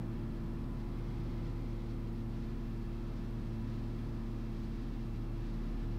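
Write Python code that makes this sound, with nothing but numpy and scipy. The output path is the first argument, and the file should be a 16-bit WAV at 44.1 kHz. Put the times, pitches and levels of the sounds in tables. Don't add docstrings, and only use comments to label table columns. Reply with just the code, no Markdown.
import sys
import numpy as np
from scipy import signal
from scipy.fft import rfft, irfft, next_fast_len
from scipy.io import wavfile
from scipy.ndimage import uniform_filter1d, minimum_filter1d

SR = 44100
rng = np.random.default_rng(int(sys.argv[2]) if len(sys.argv) > 2 else 0)


def linear_from_db(decibels):
    return 10 ** (np.asarray(decibels, float) / 20)


def wav_record(signal):
    frames = np.transpose(np.atleast_2d(signal))
    bounded = np.clip(frames, -1, 1)
    quanta = np.round(bounded * 32767).astype(np.int16)
    wavfile.write(sys.argv[1], SR, quanta)


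N = 263718

# (time [s], shaft speed [Hz])
SHAFT_SPEED = [(0.0, 37.673), (0.52, 37.511), (0.91, 37.874), (1.28, 37.711), (1.84, 37.697), (2.1, 37.506),
               (2.93, 37.848), (3.56, 37.503), (3.96, 37.798), (4.5, 37.517), (5.02, 37.444),
               (5.42, 37.645), (5.98, 37.554)]
# (time [s], angle ahead [rad])
SHAFT_SLIP = [(0.0, 0.0), (1.09, -0.63), (1.68, -0.52), (2.28, -0.25), (2.89, -0.5), (3.53, -0.23),
              (4.03, -0.38), (5.14, -0.45), (5.63, -1.12), (5.98, -1.36)]
# (multiple of shaft speed [1], left level [dB], right level [dB], left lag [rad], right lag [rad])
SHARED_HUMS = [
    (1, -46, -40.5, 0, 2.43),
    (3, -46.5, -60, 2.4, 2.46),
    (6, -61, -49, 2.27, 3.33),
    (9, -72, -52.5, 0, .16),
]
# (multiple of shaft speed [1], level [dB])
ENGINE_HUMS = [(.5, -65), (1.5, -63), (2, -68.5), (2.5, -67), (3.5, -61), (4, -59.5), (4.5, -60),
               (5, -64.5), (5.5, -62.5), (7, -62.5), (7.5, -72.5), (8.5, -73), (10, -68), (12, -68.5),
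               (12.5, -76), (13, -75.5), (13.5, -80), (14, -76.5), (15, -78), (16, -73.5), (18, -75.5),
               (19.5, -78.5), (22, -77), (25.5, -80), (40.5, -84), (20, -82), (21.5, -81), (22.5, -81),
               (23, -84), (25, -80)]
RIGHT_HUMS = (4.5, 7, 9, 10, 16, 18, 22)
# (time [s], level over mean [dB])
LEFT_LOAD = [(0, 4.5), (.3, -2), (1.5, 2), (2.4, 0.5), (2.7, -2), (3.1, -2), (3.75, 4.5), (4.3, 0),
             (4.92, -4.5), (5.2, 3), (5.6, -2.5), (5.98, 5.5)]
# (time [s], level over mean [dB])
RIGHT_PROP_LOAD = [(0, 1.5), (.7, -1), (1.3, -1.5), (2.0, -0.5), (2.7, 1.5), (3.1, 0), (3.6, 1), (4.2, 0.5),
                   (4.8, 0.5), (5.3, -2.5), (5.98, 1)]
# (time [s], level over mean [dB])
EXHAUST_SWELL = [(0, -2), (.5, -2), (1.0, 5), (1.5, 2), (2.0, 7.5), (2.4, -0.5), (2.9, -3), (3.5, -3),
                 (4.0, 1.5), (4.35, -10), (4.9, -5), (5.3, -2), (5.98, 3)]
EXHAUST_RANGE = (12.5, 15)
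FLYWHEEL_S = .2

# (multiple of shaft speed [1], level [dB])
ALTERNATOR_WHINE = [(72, -94.5), (108, -91), (216, -91.5), (324, -95)]
BELT_WOBBLE_RAD, WHINE_FLICKER_DB = .6, 1.5

# (start [s], length [s], level [dB], start pitch [Hz])
PANEL_BOUTS = [
    (.05, .25, -73, 1000),
    (.36, .62, -68, 989),
    (1.28, .52, -70.5, 992),
    (1.9, .24, -70, 988),
    (2.28, .4, -73.5, 995),
    (3.46, .4, -70, 986),
    (4.15, .35, -74, 999),
    (4.7, .38, -72, 996),
    (5.3, .45, -72, 977),
    (5.75, .25, -73, 987),
]
PANEL_CLIMB_HZ_PER_S, PANEL_FADE_S = 22, .07

# (time [s], centre [Hz], level [dB], overtone level [dB])
SEAL_LEAK = [(0, 1724, -74, -87), (.55, 1720, -73, -79), (0.801, 2094, -78, -86), (1.1, 2108, -74, -83),
             (2.0, 2080, -76, -81), (2.3, 1716, -81, -87), (2.8, 1720, -74, -75), (3.3, 1718, -75, -79),
             (4.0, 1712, -73, -81), (4.6, 1717, -77, -79), (5.98, 1730, -74, -79)]
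LEAK_WIDTH_SHARE, LEAK_OVERTONE = .07, 1.565

# (pitch [Hz], width [Hz], level per Hz [dB])
CABIN_MODES = [(35.5, 9.9, -81), (66.4, 8.7, -62.5), (95.7, 3.6, -70), (121, 14, -64.5), (138, 12, -67.5),
               (166.4, 28, -70), (231.4, 17, -72), (258.2, 32.6, -67.5), (329, 39, -79), (349.6, 24.4, -78),
               (367, 13.6, -80), (399, 14.5, -86), (490, 44, -98), (832, 21, -89.5), (998, 40, -94),
               (1293, 153, -92), (1740, 88, -101), (2050, 330, -102.5), (2390, 71, -101), (2640, 92, -103),
               (3295, 120, -104)]
# (frequency [Hz], level per Hz [dB])
AIRFRAME_RUMBLE = [(2, -71.5), (10, -69.5), (25, -77), (50, -81), (85, -77), (200, -72.5), (290, -79.5),
                   (420, -86), (600, -89.5), (1100, -90), (1500, -100), (3000, -112), (6000, -130)]
# (time [s], level over mean [dB])
CABIN_BUFFET = [(0, 1.5), (.4, .5), (.75, 0.5), (1.1, 1), (1.4, 0), (1.8, 0), (2.25, -1), (2.6, 0.5),
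                (3.1, 0.5), (3.5, -1), (3.9, -0.5), (4.4, -0.5), (4.7, -1), (5.0, -1), (5.4, 0), (5.98, -1)]

# (frequency [Hz], level per Hz [dB])
WINDSCREEN_HISS = [(300, -110), (1000, -100), (2000, -100), (3000, -103), (4200, -103), (5300, -107),
                   (6300, -113), (8000, -122), (11000, -135)]
# (time [s], hiss level [dB])
WIND_GUSTS = [(.08, -71.5), (.9, -71.5), (.97, -68.5), (1.9, -68.5), (2.25, -72), (2.38, -68),
              (2.55, -69.5), (3.1, -69.5), (3.75, -68.5), (4.2, -69.5), (4.7, -68), (5.15, -69),
              (5.55, -67.5), (5.95, -69)]
GUST_TREBLE_HZ, GUST_LOW_SHARE = 2500, 0.76

# (lower border [Hz], upper border [Hz])
BAND_BORDERS = (180, 614)
# (reaction [s], share of a swell held down [0-1])
BAND_HOLD = [
    (0.023, 0.88),
    (0.006, 0.5),
    (0.0022, 0.57),
]
SETTLE_S, CEILING_DB, CEILING_S = .5, -31.5, .002
MIC_HISS_DB = -75
TOP_HZ, THINNED_HZ, THINNED_SHARE = 15735, 14980, .46
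HOLES_FROM_HZ, HOLE_SHARE = 9800, .035


def control(table):
    line = np.interp(np.arange(N) / SR, *np.transpose(table))
    return uniform_filter1d(line, int(FLYWHEEL_S * SR), mode="nearest")


def walk(rate):
    hold = int(SR / rate)
    steps = np.repeat(rng.standard_normal(N // hold + 1), hold)
    return 1.3 * uniform_filter1d(uniform_filter1d(steps, hold), hold)[:N]


def noise(db, hz):
    white = rfft(rng.standard_normal(2 * len(hz) - 2))
    return irfft(white * linear_from_db(db))[:N] * np.sqrt(SR / 2)


def spectrum(points, hz):
    point_hz, point_db = np.array(points).T
    return np.interp(np.log(hz + 1e-9), np.log(point_hz), point_db)


def engines(left, right):
    out = 0
    for multiple, left_db, right_db, left_lag, right_lag in SHARED_HUMS:
        left_load_db = control(LEFT_LOAD) if multiple == 3 else 0
        right_load_db = control(RIGHT_PROP_LOAD) if multiple == 6 else 0
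        out = out + linear_from_db(left_db + left_load_db) * np.sin(multiple * left + left_lag)
        out = out + linear_from_db(right_db + right_load_db) * np.sin(multiple * right + right_lag)
    for multiple, db in ENGINE_HUMS:
        start = rng.uniform(0, 2 * np.pi)
        swell_db = (.7 if multiple % 3 == 0 else 2.0) * walk(2.5)
        if EXHAUST_RANGE[0] <= multiple <= EXHAUST_RANGE[1]:
            swell_db = swell_db + control(EXHAUST_SWELL)
        waver = .15 * walk(2)
        angle = right if multiple in RIGHT_HUMS else left
        out = out + linear_from_db(db + swell_db) * np.sin(multiple * angle + start + waver)
    return np.sqrt(2) * out


def alternator(left):
    flicker = linear_from_db(WHINE_FLICKER_DB * walk(12))
    wobble = BELT_WOBBLE_RAD * np.sin(2 * left)
    whine = sum(linear_from_db(db) * np.sin(multiple * left + wobble) for multiple, db in ALTERNATOR_WHINE)
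    return np.sqrt(2) * flicker * whine


def panel():
    out, unsteady = 0, 0.29 * walk(17)
    for start, length, db, hz in PANEL_BOUTS:
        age = np.arange(N) / SR - start
        fade = np.clip(np.minimum(age, length - age) / PANEL_FADE_S, 0, 1)
        turns = (hz + PANEL_CLIMB_HZ_PER_S * age / 2) * age
        out = out + linear_from_db(db) * fade * np.sin(2 * np.pi * turns + unsteady)
    return np.sqrt(2) * out


def leak():
    s, hz, db, overtone_db = np.transpose(SEAL_LEAK)
    t, out = np.arange(N) / SR, 0
    angle = 2 * np.pi * np.cumsum(control(list(zip(s, hz)))) / SR
    rate = LEAK_WIDTH_SHARE * hz[0] * 2
    for ratio, level_db in ((1, db), (LEAK_OVERTONE, overtone_db)):
        band = walk(rate) * np.sin(ratio * angle) + walk(rate) * np.cos(ratio * angle)
        out = out + linear_from_db(np.interp(t, s, level_db)) * band
    return out


def cabin(hz):
    power = linear_from_db(2 * spectrum(AIRFRAME_RUMBLE, hz))
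    for mode_hz, width, db in CABIN_MODES:
        offset = (hz - mode_hz) / width * 1.3
        power = power + linear_from_db(2 * db) / (1 + offset ** 2) ** 2
    return noise(10 * np.log10(power), hz) * linear_from_db(.4 * walk(5) + control(CABIN_BUFFET))


def slipstream(hz):
    gust_db = np.interp(np.arange(N) / SR, *np.transpose(WIND_GUSTS)) + 69.12
    treble = 1 / (1 + (GUST_TREBLE_HZ / (hz + 1)) ** 4)
    colour_db = spectrum(WINDSCREEN_HISS, hz)
    body = noise(colour_db + 10 * np.log10(1 - treble), hz)
    body = body * linear_from_db(GUST_LOW_SHARE * gust_db + .5 * walk(4.0))
    top = noise(colour_db + 10 * np.log10(treble), hz)
    top = top * linear_from_db(gust_db + 0.31 * walk(14))
    return (body + top) * linear_from_db(-0.5 + 1.06 * walk(30))


def scene():
    left = 2 * np.pi * np.cumsum(control(SHAFT_SPEED)) / SR
    right = left + control(SHAFT_SLIP)
    hz = np.fft.rfftfreq(2 ** 19, 1 / SR)
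    tones = engines(left, right) + alternator(left) + panel()
    air = leak() + cabin(hz) + slipstream(hz)
    return (tones + air)[None]


def squeeze(x):
    size = next_fast_len(N + SR // 4)
    hz, bins = np.fft.rfftfreq(size, 1 / SR), rfft(x, size)
    low, mid = (1 / (1 + (hz / edge_hz) ** 8) for edge_hz in BAND_BORDERS)
    bands = []
    for weight, (reaction, share) in zip((low, mid - low, 1 - mid), BAND_HOLD):
        band = np.fft.ifft(2 * bins * weight, size)[:N]
        power = uniform_filter1d(np.abs(band) ** 2, max(int(reaction * SR), 1))
        settled = uniform_filter1d(power, int(SETTLE_S * SR))
        bands.append(band.real * (0.16 + 0.9 * power / settled) ** (-share / 2))
    body, span = bands[0] + bands[1], int(CEILING_S * SR)
    gain = np.minimum(1, linear_from_db(CEILING_DB) / (np.abs(body) + 1e-9))
    gain = uniform_filter1d(minimum_filter1d(gain, span), span)
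    return body * gain + bands[2]


def thin_treble(x):
    hz, _, frames = signal.stft(x, SR, nperseg=1024, noverlap=512)
    count = frames.shape[1]
    strip = np.clip((hz - THINNED_HZ) // 250 + 1, 0, 3).astype(int)
    kept = np.repeat(rng.random((4, count)) > THINNED_SHARE, 2, axis=1)[:, :count]
    kept[0] = True
    holes = np.repeat(rng.random((129, count)) < HOLE_SHARE, 4, axis=0)
    holes = np.repeat(holes, 2, axis=1)[:len(hz), :count]
    frames = frames * (1 - holes * (hz > HOLES_FROM_HZ)[:, None])
    frames = frames * kept[strip] * (hz < TOP_HZ)[:, None]
    return signal.istft(frames, SR, nperseg=1024, noverlap=512)[1][:N]


def top_cut(x):
    return signal.sosfilt(signal.butter(12, 16100, fs=SR, output="sos"), x)


def record(dry):
    x = squeeze(dry[0]) + linear_from_db(MIC_HISS_DB) * rng.standard_normal(N)
    mix = thin_treble(x)[None]
    return top_cut(mix)


dry = scene()
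out = record(dry)
wav_record(out)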